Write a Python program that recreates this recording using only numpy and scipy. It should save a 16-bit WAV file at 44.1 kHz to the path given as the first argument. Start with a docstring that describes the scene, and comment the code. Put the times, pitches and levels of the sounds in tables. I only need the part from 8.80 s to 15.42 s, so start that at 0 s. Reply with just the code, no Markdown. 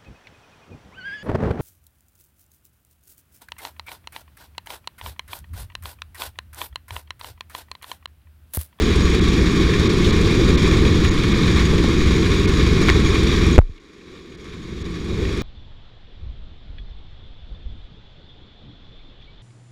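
"""A light rail trolley rumbles along a track, its small single-cylinder engine at a steady speed.
The rough rail shakes the chassis. The engine puffs exhaust, gasps for air and clatters as its piston
and valves strike. Loose parts rattle, a wheel squeals thinly, and the treble dips briefly now and then.
One hard jolt overloads the on-board microphone; its automatic volume control turns everything down
and slowly recovers."""
import sys
import numpy as np
from scipy import signal
from scipy.fft import rfft, irfft
from scipy.io import wavfile
from scipy.ndimage import uniform_filter1d

SR = 44100
rng = np.random.default_rng(int(sys.argv[2]) if len(sys.argv) > 2 else 0)


def dump_mix(stems):
    """Bounce the given channels to the path in sys.argv[1] as a 16-bit WAV at rate SR."""
    frames = np.atleast_2d(stems).T  # one column per channel
    limited = np.clip(frames, -1, 1)  # hard clip at full scale
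    pcm = np.round(limited * 32767).astype(np.int16)
    wavfile.write(sys.argv[1], SR, pcm)


N = 291942
TIME = np.arange(N) / SR

# the tones at which the engine casing and covers ring: pitch_hz, width_hz, level_db
CASING_TONES = [(1120, 204, 4.5), (1814, 420, 2), (2188, 125, 2), (2394, 205, 3.5), (3372, 320, 1.5),
                (3730, 560, 4.5), (4706, 230, -6), (5590, 300, -6), (6900, 570, -10.5)]


def rumble(cycles):
    """Wheels on rough rail shake the chassis, which throbs with the engine; the upper part surges."""
    # how strongly the chassis rumbles, low to high: pitch_hz, level_db
    chassis_spectrum = [(10, 2), (25, 1), (60, 5), (110, 2.5), (160, -3), (210, -0.5), (280, -6.5),
                        (345, 0.5), (430, -3.5), (500, -13), (620, -26), (1000, -34.5), (2000, -62)]
    throb = 1 + 0.15 * np.cos(2 * np.pi * (cycles - .45))
    shake = rng.standard_normal(N) * throb
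    upper = signal.sosfiltfilt(signal.butter(2, 240, "high", fs=SR, output="sos"), shake)
    surge = gain_of(1.3 * drift(11))
    rough_db = rough_rail_db()
    deep = gain_of(.8 * rough_db) * (shake - upper)
    return gain_of(-16.5) * shape_spectrum(deep + gain_of(rough_db) * surge * upper, chassis_spectrum)


def rough_rail_db():
    """The shaking swells and fades as the wheels cross each rough stretch of rail."""
    # rough stretches: middle_s, rise_db, length_s
    stretches = [(1.643, 3.5, 0.97), (4.09, 3.5, 0.22), (5.33, 5, .13), (6.436, 7, 0.29)]
    return sum(db * swell(middle_s, length_s) for middle_s, db, length_s in stretches)


def exhaust(cycles):
    """Muffled firing pulses make a hum: its low tones waver a little, the pipe smears the higher ones."""
    # tones of the hum: multiple (of the engine's cycle rate), level_db
    tones = [(1, -32), (2, -6), (3, 1.5), (4, -3), (5, -23), (6, -8), (7, -6), (8, 0.5), (9, -8),
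             (10, -5.5), (11, -16), (12, -6.5), (13, -9.5), (14, -7.5), (15, -5), (16, -13.5), (17, -15.5),
             (18, -37), (19, -30), (20, -15), (21, -22), (22, -43.5)]
    # how the four lowest tones swell and sink: time_s, boost_db
    boom = [(0, 4), (1.5, -4.5), (3.2, 2), (4.8, 4), (5.4, -0.5), (6.6, 2.5)]
    hum, boom_db = np.zeros(N), curve(boom)
    for multiple, db in tones:
        smear = .25 * multiple * rng.standard_normal() + .016 * multiple * drift(2)
        level_db = db + (multiple <= 4) * boom_db + 1.6 * drift(4.6)
        hum += gain_of(level_db) * np.cos(2 * np.pi * multiple * (cycles - .5) + smear)
    return gain_of(-19) * unit_level(hum)


def clatter(cycles):
    """Piston and valves strike the casing in every cycle, over a steady whirr of moving parts."""
    # piston and valve blows: place_in_cycle (0 to 1), level_db
    strikes = [(0.182, 3), (0.452, 1), (0.681, 1), (.92, -6)]
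    # the broad noise of the moving parts: pitch_hz, level_db
    whirr_spectrum = [(200, -19), (600, -9.5), (900, -1), (1600, 3.5), (2800, -2), (4200, -1), (6000, -7.5),
                      (7200, -11), (8200, -17.5), (10300, -20), (11500, -27.5), (14000, -27), (15500, -38)]
    blows = sum(gain_of(db) * burst(cycles, place, fade_cycles=0.4) for place, db in strikes)
    casing = np.zeros(N)
    for hz, width, db in CASING_TONES:
        buzz = (1.05 + blows) * rng.standard_normal(N) * gain_of(drift(6))  # each panel has its own
        casing += gain_of(db) * unit_level(ring(ring(buzz, hz, width), hz, width))
    whirr = shape_spectrum((3.1 + blows) * rng.standard_normal(N), whirr_spectrum)
    level_db = -29 + 0.31 * rough_rail_db()  # rough rail shakes the covers too
    return gain_of(level_db) * (unit_level(casing) + gain_of(-2.5) * whirr)


def intake(cycles):
    """The engine takes one short gasp of air each cycle."""
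    # the hiss of the air: pitch_hz, level_db
    air_spectrum = [(1000, 9.5), (4000, 12.5), (7500, 5.5), (10300, -0.5), (11500, -8), (15000, -19)]
    gasp = burst(cycles, place=.43, fade_cycles=.16) * rng.standard_normal(N)
    return gain_of(-44) * shape_spectrum(gasp, air_spectrum)


def jolts():
    """A blow sets the microphone mount swinging: a huge, low thud with a soft start."""
    # blows that reach the mount: start_s, level_db
    blows = [(4.7792, 62), (4.893, 35)]
    # slow swings of the mount: pitch_hz, level_db, fade_s (time to fall by 60 dB)
    swings = [(28.8, -9.5, 0.19), (69.3, 7, 0.047)]
    out, t = np.zeros(N), np.arange(SR) / SR
    thud = sum(gain_of(db - 60 * t / fade_s) * np.sin(2 * np.pi * hz * t) for hz, db, fade_s in swings)
    soft_start = 1 - np.exp(-t / 0.026)
    for start_s, db in blows:
        add(out, start_s, gain_of(db) * thud * soft_start)
    return out


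def knocks():
    """Each knock or rattle is a short crack with a rough pitch, which also sets the covers ringing."""
    # loose parts and wheels knocking: start_s, level_db, pitch_hz, fade_s (time to fall by 60 dB)
    hits = [(1.245, -16.5, 3400, 0.31), (1.862, -16, 2120, 0.018), (2.93, -21, 480, 0.09),
            (3.04, -17, 480, 0.054), (4.0848, -5, 1340, .024), (4.0914, -4, 2000, 0.028),
            (4.1, -4.5, 1970, 0.0046), (4.7812, 11.5, 1100, 0.0038), (4.7879, 26.5, 684, 0.0045),
            (4.8155, 0, 795, 0.0046), (6.452, -12, 2100, 0.03)]
    out, t = np.zeros(N), np.arange(SR // 8) / SR
    for start_s, db, hz, fade_s in hits + rattles():
        crack = rng.standard_normal(len(t)) * gain_of(-60 * t / fade_s)
        width_hz = 0.8 * hz
        bright = ring(crack, hz, width_hz)
        blow = ring(bright, hz, width_hz) + gain_of(-15) * bright
        covers = sum(gain_of(level) * ring(blow, pitch, width) for pitch, width, level in CASING_TONES)
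        knock = blow + gain_of(-9.5) * covers
        add(out, start_s, gain_of(db) * knock / abs(knock).max())
    return out


def rattles(per_second=6, level_db=-21.5, scatter_db=4, pitch_hz=2180, fade_s=0.047):
    """Loose parts tap lightly at random moments; gives extra rows for the table in knocks()."""
    starts = np.cumsum(rng.uniform(.2, 1.8, size=80)) / per_second
    levels = level_db + scatter_db * rng.standard_normal(80)
    return [(start_s, db, pitch_hz, fade_s) for start_s, db in zip(starts, levels) if start_s < N / SR]


def squeal(pitch_hz=6690, width_hz=77):
    """A wheel rings on the rail with a high, fuzzy tone: faint and uneven, with short loud flares."""
    # the loudest squeals: middle_s, level_db
    squeals = [(0.246, -33), (2.298, -31), (2.866, -40), (4.045, -34), (4.735, -34.5)]
    singing = gain_of(-45 + 3 * drift(22))
    flares = sum(gain_of(db) * swell(middle_s, length_s=0.03) for middle_s, db in squeals)
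    tone = ring(ring(rng.standard_normal(N), pitch_hz, width_hz), pitch_hz, width_hz)
    return gain_of(-4.5) * (singing + flares) * unit_level(tone)


def dip_treble(x):
    """The treble sinks for about a hundredth of a second now and then."""
    # moments when the treble dips: middle_s
    moments = [.403, 1.086, 1.319, 1.768, 2.302, 2.537, 3.667, 4.992, 5.567, 6.035]
    dip = sum(np.exp(-((TIME - middle_s) / .007) ** 4) for middle_s in moments)
    treble = signal.sosfiltfilt(signal.butter(2, 3600, "high", fs=SR, output="sos"), x)
    return x - 0.93 * dip * treble


def burst(cycles, place, fade_cycles, scatter_db=3.5):
    """A level that jumps and dies away once a cycle, never twice the same in strength or timing."""
    position = cycles - place + 2 + .02 * drift(20)
    strength = gain_of(scatter_db * rng.standard_normal(256))
    return strength[position.astype(int)] * np.exp(-(position % 1) / fade_cycles)


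def gain_of(db):
    """Turns decibels into a number to multiply a sound by."""
    return 10 ** (np.asarray(db) / 20)


def unit_level(x):
    """Scales a signal to an average (root mean square) level of 1."""
    return x / np.sqrt(np.mean(x ** 2) + 1e-20)


def curve(rows):
    """Joins (time_s, value) points with straight lines."""
    return np.interp(TIME, *np.transpose(rows))


def swell(middle_s, length_s):
    """A smooth rise from 0 to 1 and back."""
    return np.exp(-(2 * (TIME - middle_s) / length_s) ** 2)


def shape_spectrum(x, points):
    """Sets the balance of low and high from (pitch_hz, level_db) points; the result has level 1."""
    hz, db = np.transpose(points)
    all_hz = np.fft.rfftfreq(N, 1 / SR)
    shape_db = np.interp(np.log(all_hz + 1), np.log(hz), db)
    return unit_level(irfft(rfft(x) * gain_of(shape_db), N))


def drift(hz):
    """A slow random wobble of level 1, with up to about hz swings a second."""
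    noise = rng.standard_normal(N // 64 + 1)
    rates_hz = np.fft.rfftfreq(len(noise), 64 / SR)
    slow = irfft(rfft(noise) / (1 + (rates_hz / hz) ** 4), len(noise))
    return unit_level(np.interp(np.arange(N) / 64, np.arange(len(noise)), slow))


def ring(x, hz, width_hz):
    """Keeps the part of a sound near one pitch, as a ringing object does."""
    return signal.lfilter(*signal.iirpeak(hz, hz / width_hz, SR), x)


def add(mix, start_s, sound):
    """Mixes a sound in at its start time."""
    part = mix[round(start_s * SR):][:len(sound)]
    part += sound[:len(part)]


def scene():
    """Everything rides on the trolley, close to one microphone in open air."""
    # speed of the four-stroke engine: time_s, cycles_per_s
    speed = [(0, 21.55), (2.5, 21.54), (3.3, 21.5), (6.6, 21.5)]
    cycles = np.cumsum(curve(speed)) / SR  # engine cycles counted so far
    engine = exhaust(cycles) + clatter(cycles) + intake(cycles)
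    wheels = rumble(cycles) + squeal()
    return (dip_treble(engine + wheels) + knocks() + jolts())[None]


def volume_cut_db(x, threshold_db, share, recovery_db_per_s):
    """Works out the volume cut: a share of each peak's excess over the threshold, let go slowly."""
    wanted_db = share * np.maximum(20 * np.log10(abs(x) + 1e-9) - threshold_db, 0)
    recovery_db = recovery_db_per_s * TIME
    held_db = np.maximum.accumulate(wanted_db + recovery_db) - recovery_db
    return uniform_filter1d(held_db, size=1700)  # smoothed, so the cut starts just before the peak


def record(dry):
    """Volume control turns loud moments down, the bass most; peaks overload; the top treble is cut."""
    x = dry[0]
    filters = [signal.butter(2, 240, kind, fs=SR, output="sos") for kind in ("low", "high")]
    bass, rest = (signal.sosfilt(np.tile(sos, (2, 1)), x) for sos in filters)
    cut_db = volume_cut_db(x, threshold_db=-2, share=0.59, recovery_db_per_s=12)
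    bass_cut_db = volume_cut_db(bass, threshold_db=6, share=1.206, recovery_db_per_s=31.5)
    turned_down = bass * gain_of(-np.maximum(cut_db, bass_cut_db)) + rest * gain_of(-cut_db)
    clipped = turned_down / (1 + turned_down ** 6) ** (1 / 6)  # overload rounds off the peaks
    treble_limit = signal.firwin(511, 15400, window=("kaiser", 9), fs=SR)
    return signal.oaconvolve(clipped, treble_limit, "same")[None]


dry = scene()
out = record(dry)
dump_mix(out)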